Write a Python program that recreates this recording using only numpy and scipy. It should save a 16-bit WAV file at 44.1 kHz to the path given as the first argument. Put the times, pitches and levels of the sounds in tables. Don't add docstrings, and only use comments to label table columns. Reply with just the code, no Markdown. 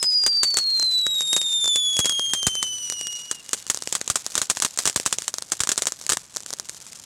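import sys
import numpy as np
from scipy import signal
from scipy.fft import rfft, irfft
from scipy.io import wavfile
from scipy.ndimage import uniform_filter1d, map_coordinates

SR = 44100
rng = np.random.default_rng(int(sys.argv[2]) if len(sys.argv) > 2 else 0)


def natural_amplitude(level_db):
    exponent = np.asarray(level_db, float) / 20
    return 10 ** exponent


def wav_record(signal):
    frames = np.transpose(np.atleast_2d(signal))
    bounded = np.clip(frames, -1, 1)
    quanta = np.round(bounded * 32767).astype(np.int16)
    wavfile.write(sys.argv[1], SR, quanta)


N = 310905


def unit(x):
    return x / np.sqrt(np.mean(x ** 2) + 1e-20)


def along(points, hz):
    f, v = np.transpose(points)
    return np.interp(np.log(hz + 1), np.log(f + 1), v)


def curves(rows):
    s, *columns = np.transpose(rows)
    return [np.interp(np.arange(N) / SR, s, column) for column in columns]


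def wobble(rate):
    knots = rng.standard_normal(int(N * rate / SR) + 4)
    return map_coordinates(knots, [np.arange(N) * rate / SR])


def causal(points, size=2048):
    cepstrum = irfft(np.log(natural_amplitude(along(points, np.fft.rfftfreq(size, 1 / SR)))), size)
    cepstrum[1:size // 2] *= 2
    cepstrum[size // 2 + 1:] = 0
    response = irfft(np.exp(rfft(cepstrum)), size)[:size // 2]
    return response / np.abs(response).max()


def spikes(s, gain):
    return np.bincount(np.clip(np.round(s * SR).astype(int), 0, N - 1), gain, N)


def patchy(spectrum, patchy_db):
    hz, _, z = signal.stft(rng.standard_normal(N), SR, nperseg=512)
    field = uniform_filter1d(rng.standard_normal(z.shape), 12, 0)
    field = uniform_filter1d(field, 5, 1)
    gain_db = along(spectrum, hz)[:, None] + patchy_db * unit(field)
    return unit(signal.istft(z * natural_amplitude(gain_db), SR, nperseg=512)[1][:N])


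# (frequency [Hz], relative level [dB per Hz])
RUMBLE_SPECTRUM = [(20, -5), (60, -3), (140, -2), (400, -12), (1500, -14.5), (4000, -38)]


def rumble():
    return natural_amplitude(-55.5 + wobble(2.52)) * patchy(RUMBLE_SPECTRUM, patchy_db=1.5)


# (time [s], relative strength [dB])
SPRAY_STRENGTH = [(0.0, -42), (0.55, -40), (0.88, -41), (1.31, -41), (2.18, -42.5), (2.88, -41), (3.4, -42),
                  (3.9, -40.5), (5.03, -38.5), (5.4, -46), (5.73, -39), (6.14, -46), (7.05, -43)]
# (frequency [Hz], relative level [dB per Hz])
HISS_SPECTRUM = [(250, -36), (450, -7.5), (1900, -8.5), (2300, -11), (3400, -5.5), (7500, -7), (11000, -22),
                 (14000, -23), (16000, -18), (17000, -40)]


def hiss():
    level_db = curves(SPRAY_STRENGTH)[0] - 12 + 0.98 * wobble(38)
    return natural_amplitude(level_db) * patchy(HISS_SPECTRUM, patchy_db=-1.0)


# (frequency [Hz], relative level [dB])
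SNAP_SPECTRUM = [(100, -23), (1200, -16.5), (2500, -12), (4500, -8), (7300, -3), (10500, -11.5),
                 (14000, -20), (16000, -20), (20000, -80.5)]


def sparks(per_s=300, over_db=4, clump_db=4):
    draw = rng.random((4000, 3))
    expected = np.cumsum(per_s * natural_amplitude(clump_db * wobble(45)) / SR)
    s = np.searchsorted(expected, np.cumsum(-np.log(1 - draw[:, 0]))) / SR
    extra_db = np.minimum(-4.5 * np.log(1 - draw[:, 1]), 13)
    spray_db = np.interp(s, *np.transpose(SPRAY_STRENGTH))
    gain = natural_amplitude(spray_db + over_db + extra_db) * (s < N / SR)
    echo_s = 0.00012 + 0.00088 * draw[:, 2] ** 3
    train = spikes(s, gain) + spikes(s + echo_s, 0.76 * gain)
    t = np.arange(SR // 20) / SR
    fizz_decay = natural_amplitude(-31.0 - 120 * t / 0.017)
    fizz_power = signal.fftconvolve(spikes(s, gain ** 2), fizz_decay)[:N]
    train = train + np.sqrt(np.abs(fizz_power)) * rng.standard_normal(N)
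    return -signal.fftconvolve(train, causal(SNAP_SPECTRUM))[:N]


# (time [s], level [dB])
DEEP_THUMPS = [(0.2649, -34.5), (1.9918, -21), (2.4706, -16.5), (4.1012, -25.5), (4.379, -31),
               (4.8659, -35), (4.962, -24), (5.0626, -29), (5.5206, -35), (5.6047, -25), (5.7779, -34),
               (6.0997, -30.5)]


def thumps(s, db, echo_ms):
    u = np.arange(SR // 20) / SR / 0.0021
    push = (1 - u) * np.exp(-u) * (1 - np.exp(-u / 0.073))
    push = push / np.sqrt(np.sum(push ** 2) / (.009 * SR))
    deep_s, deep_db = np.transpose(DEEP_THUMPS)
    blows = spikes(s + echo_ms / 1000, natural_amplitude(db - 55.5)) + spikes(deep_s, natural_amplitude(deep_db))
    return signal.fftconvolve(blows, push)[:N]


# (delay [ms], typical level before dulling [dB])
WALL_RETURNS = [(3.0, -75), (5.1, -41.5), (10.0, -39), (14.8, -31)]


def wall_echoes(s, db):
    returns = 0
    for ms, wall_db in WALL_RETURNS:
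        uneven_db = 2.5 * rng.standard_normal(len(s))
        returns = returns + spikes(s + ms / 1000, natural_amplitude(db + wall_db + uneven_db))
    dull = np.exp(-2 * np.pi * 2500 / SR)
    return signal.lfilter([1], [1, -dull], returns)


# (frequency [Hz], time to lose 60 dB [s])
SCATTER_DECAY = [(300, 0.055), (1500, 0.064), (7000, 0.066), (14000, 0.083)]


def scattered_tails(s, db):
    size = SR // 8
    grain = natural_amplitude(0.75 * rng.standard_normal((len(s), size)))
    noise = rng.standard_normal((len(s), size)) * grain
    hz, t, z = signal.stft(noise, SR, nperseg=64)
    decay = natural_amplitude(-60 * t / along(SCATTER_DECAY, hz)[:, None])
    tails = signal.istft(z * decay, SR, nperseg=64)[1][:, :size]
    age = np.arange(size) / SR
    near_ground = natural_amplitude(6.5 - 60 * age / 0.0093)
    tails = tails * (np.clip(age / 0.0021, 0, 1) + near_ground)
    out = np.zeros(N + size)
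    for start, level, tail in zip(np.round(s * SR).astype(int), db, tails):
        out[start:start + size] += natural_amplitude(level - 35.5) * tail
    return out


# (time [s], impulse level before overload [dB], ground echo delay [ms])
STAR_BURSTS = [(0.0284, 11, .24), (0.2379, -9, .13), (0.2638, 15, 0.6), (0.372, -17, .17),
               (0.4321, 16.5, 0.74), (0.5429, -4, .16), (0.5702, 16, .51), (0.5868, 7.7, 0.67),
               (0.7974, -3.5, 0.16), (0.824, -14, 0.36), (0.8274, -7.5, 0.16), (1.2078, -4, .17),
               (1.22, -12, 0.37), (1.33, 10, 0.36), (1.3644, 13.5, 0.29), (1.4157, -4.5, 0.37),
               (1.6435, -6.5, 0.16), (1.658, -8, 0.17), (1.6783, -1, 0.22), (1.7588, 8.5, 0.38),
               (1.9683, -3, 0.37), (1.9908, 15.5, 0.37), (2.0031, 1, .16), (2.0563, 14, .16),
               (2.0953, 7.2, 0.6), (2.123, -11, 0.21), (2.3351, 12.5, 0.52), (2.4305, -7, .19),
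               (2.4674, 15.5, 1.01), (2.4699, 15, 0.76), (2.5536, -7.5, .16), (2.6277, 8.5, 0.94),
               (2.8999, -4, 0.43), (2.9234, -8, 0.18), (3.012, -8.5, 0.37), (3.07, -9.5, .58),
               (3.313, 7.5, 0.63), (3.4921, -12.5, 0.36), (3.5319, 14, .64), (3.6667, -14, 0.64),
               (3.6997, 16.5, .88), (3.7459, -2.5, 0.16), (3.7734, -7.5, 0.2), (3.823, -7, 0.19),
               (3.9258, 8, .27), (3.9457, -20, .36), (3.9519, 12.5, 0.89), (4.0776, -0.5, 0.29),
               (4.1001, 16, 0.82), (4.1568, 15, 1.43), (4.2645, -0.5, 0.17), (4.3537, 10.5, 0.8),
               (4.3784, 14.5, .56), (4.4165, 13, 0.75), (4.499, 20, 0.87), (4.5081, -5, 0.38),
               (4.601, -2.5, 0.4), (4.622, 16, 0.85), (4.6484, 16, 0.78), (4.775, -3, 0.15),
               (4.7882, 13.5, 0.95), (4.8357, -18, 0.25), (4.8551, 13.5, 0.68), (4.8647, 4, .65),
               (4.8745, 17.5, 0.99), (4.898, 2.5, 0.39), (4.9605, 16.5, 1.17), (5.0559, -12, .36),
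               (5.0613, 17, 0.82), (5.1092, -21, .14), (5.1265, 14.5, 0.69), (5.1853, 2.5, 0.33),
               (5.2209, -10, .59), (5.28, 8, 1), (5.3408, -2, 0.18), (5.3842, -4, 0.18),
               (5.4232, -6.5, 0.2), (5.5197, 14, 0.61), (5.5946, -17, .54), (5.6042, 15, 0.86),
               (5.6356, 7.5, .67), (5.691, 15, 1.2), (5.7172, 12, 0.55), (5.7205, 2, 0.14),
               (5.7588, -19, .15), (5.7777, 14, 0.27), (5.821, 10.5, 0.29), (5.8559, -7, .13),
               (5.8695, 14, 1.3), (5.9217, -5, 0.17), (6.0135, -15.5, 0.18), (6.0394, -21, .2),
               (6.0656, -7.5, 0.44), (6.093, 12, 0.72), (6.0988, 16.5, 0.68), (6.1206, 15.5, 0.65),
               (6.133, 9, 0.22), (6.3413, -24.5, 0.71), (6.3629, -7, 0.17), (6.3693, -4, 0.18),
               (6.4048, -19.5, 0.17), (6.4338, -21, 0.31), (6.4621, -12.5, 0.69), (6.5054, -10.5, .18),
               (6.5293, -9, 0.19), (6.5364, -6, .17), (6.5868, -21, .59), (6.5982, -6, 0.2),
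               (6.6884, -17.5, 0.93), (6.695, -9.5, 0.46), (6.7464, -21.5, 0.17), (6.8663, -21, .84),
               (6.9317, -22, 0.57)]
# (time [s], level before dulling [dB], ground echo delay [ms])
SLOW_BURSTS = [(1.0665, -4.5, .58), (2.0463, -12, .39), (2.1951, -9, .19), (3.8742, -7, .38),
               (4.0139, -5.5, .45), (4.5709, -6.5, 1.16), (4.9993, -3.5, .38), (5.6726, -3, .88),
               (6.1708, -1.5, 1.06)]
# (frequency [Hz], relative level [dB])
BURST_SPECTRUM = [(60, -16.5), (300, -11), (520, -8), (780, -10), (1200, -7.5), (1650, -7.5), (2300, -10.5),
                  (3600, -6.5), (5000, -5.5), (7000, 0), (8500, -1.5), (10500, -11.5), (13500, -21),
                  (16000, -18), (20000, -106)]


def stars():
    s, db, echo_ms = np.transpose(np.vstack([STAR_BURSTS, SLOW_BURSTS]))
    dull_share = 0.61 * (np.arange(len(s)) >= len(STAR_BURSTS))

    def with_ground(share):
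        return spikes(s, share * natural_amplitude(db)) + spikes(s + echo_ms / 1000, share * natural_amplitude(db - 1.0))

    soft = np.exp(-2 * np.pi * 2200 / SR)
    dull = natural_amplitude(4) * signal.lfilter([1], [1, -soft], with_ground(dull_share))
    train = scattered_tails(s, db)
    train[:N] += with_ground(1 - dull_share) + dull + wall_echoes(s, db)
    coloured = signal.fftconvolve(train, causal(BURST_SPECTRUM))[:N]
    return -coloured - thumps(s, db, echo_ms)


# (time [s], pitch [Hz], fundamental rms [dB], octave rms [dB])
WHISTLE_COURSE = [(0.0, 5130, -27, -47), (0.07, 5012, -19, -47), (0.3, 4745, -19.5, -51.5),
                  (0.55, 4460, -24, -57), (0.63, 4314, -24, -55), (0.95, 3986, -20, -40),
                  (1.12, 3836, -23.5, -38), (1.27, 3700, -24, -30.5), (1.35, 3750, -20, -28),
                  (1.43, 3666, -24, -32.5), (1.62, 3578, -21.5, -30.5), (1.91, 3374, -23, -30),
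                  (2.0, 3335, -24, -29.5), (2.23, 3220, -23.5, -33), (2.31, 3220, -26, -32.5),
                  (2.6, 3055, -27.5, -33.5), (2.85, 2947, -38.5, -32), (3.1, 2878, -36, -36.5),
                  (3.3, 2905, -41, -42), (3.41, 2800, -45.5, -60)]


def whistle():
    hz, first_db, octave_db = curves(WHISTLE_COURSE)
    since = np.arange(N) / SR - WHISTLE_COURSE[-1][0]
    spent = since > 0
    hz = np.where(spent, 2890, hz)
    first_db = np.where(spent, -57 - 12 * since, first_db)
    octave_db = np.where(spent, first_db - 14, octave_db)
    third_db = -38 + 1.26 * (octave_db + 31) + 0.14 * (first_db + 28)
    third_db = np.maximum(third_db, -56 - 30 * spent)
    partials_db = [first_db, octave_db, third_db, third_db - 14, third_db - 36]
    jitter = .002 * wobble(60) + .0045 * wobble(300)
    phase = 2 * np.pi * np.cumsum(hz * (1 + jitter)) / SR
    faint = np.clip((-35.5 - first_db) / 10, 0, 1)
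    flutter_db = 1.2 * wobble(34.89) + 0.6 * wobble(160) + 0.6 * wobble(8.75)
    flutter_db = flutter_db + 4 * faint * wobble(70)
    rough = 1 + 0.073 * wobble(700)
    tone = 0
    for k, level_db in enumerate(partials_db):
        own_db = 1.16 * k ** .5 * wobble(40.2)
        tone = tone + natural_amplitude(level_db + flutter_db + own_db) * np.sin((k + 1) * phase)
    return np.sqrt(2) * rough * tone * (since < .5)


def scene():
    return (rumble() + hiss() + sparks() + stars() + whistle())[None]


def low_pass(x):
    return signal.sosfilt(signal.butter(12, 16820, fs=SR, output="sos"), x)


def record(dry):
    x = dry / (1 + np.abs(dry / 0.4) ** 6) ** (1 / 6)
    keep = np.exp(-1 / (0.031 * SR))
    loudness = signal.lfilter([1 - keep], [1, -keep], np.maximum(np.abs(x) - .25, 0))
    x = x / (1 + 40 * loudness) ** .5
    x = signal.sosfilt(signal.butter(2, 70, "high", fs=SR, output="sos"), x)
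    x = signal.sosfilt(signal.butter(3, 12500, fs=SR, output="sos"), x)
    x = signal.sosfilt(signal.cheby1(8, 1, 15900, fs=SR, output="sos"), x)
    return low_pass(x)


dry = scene()
out = record(dry)
wav_record(out)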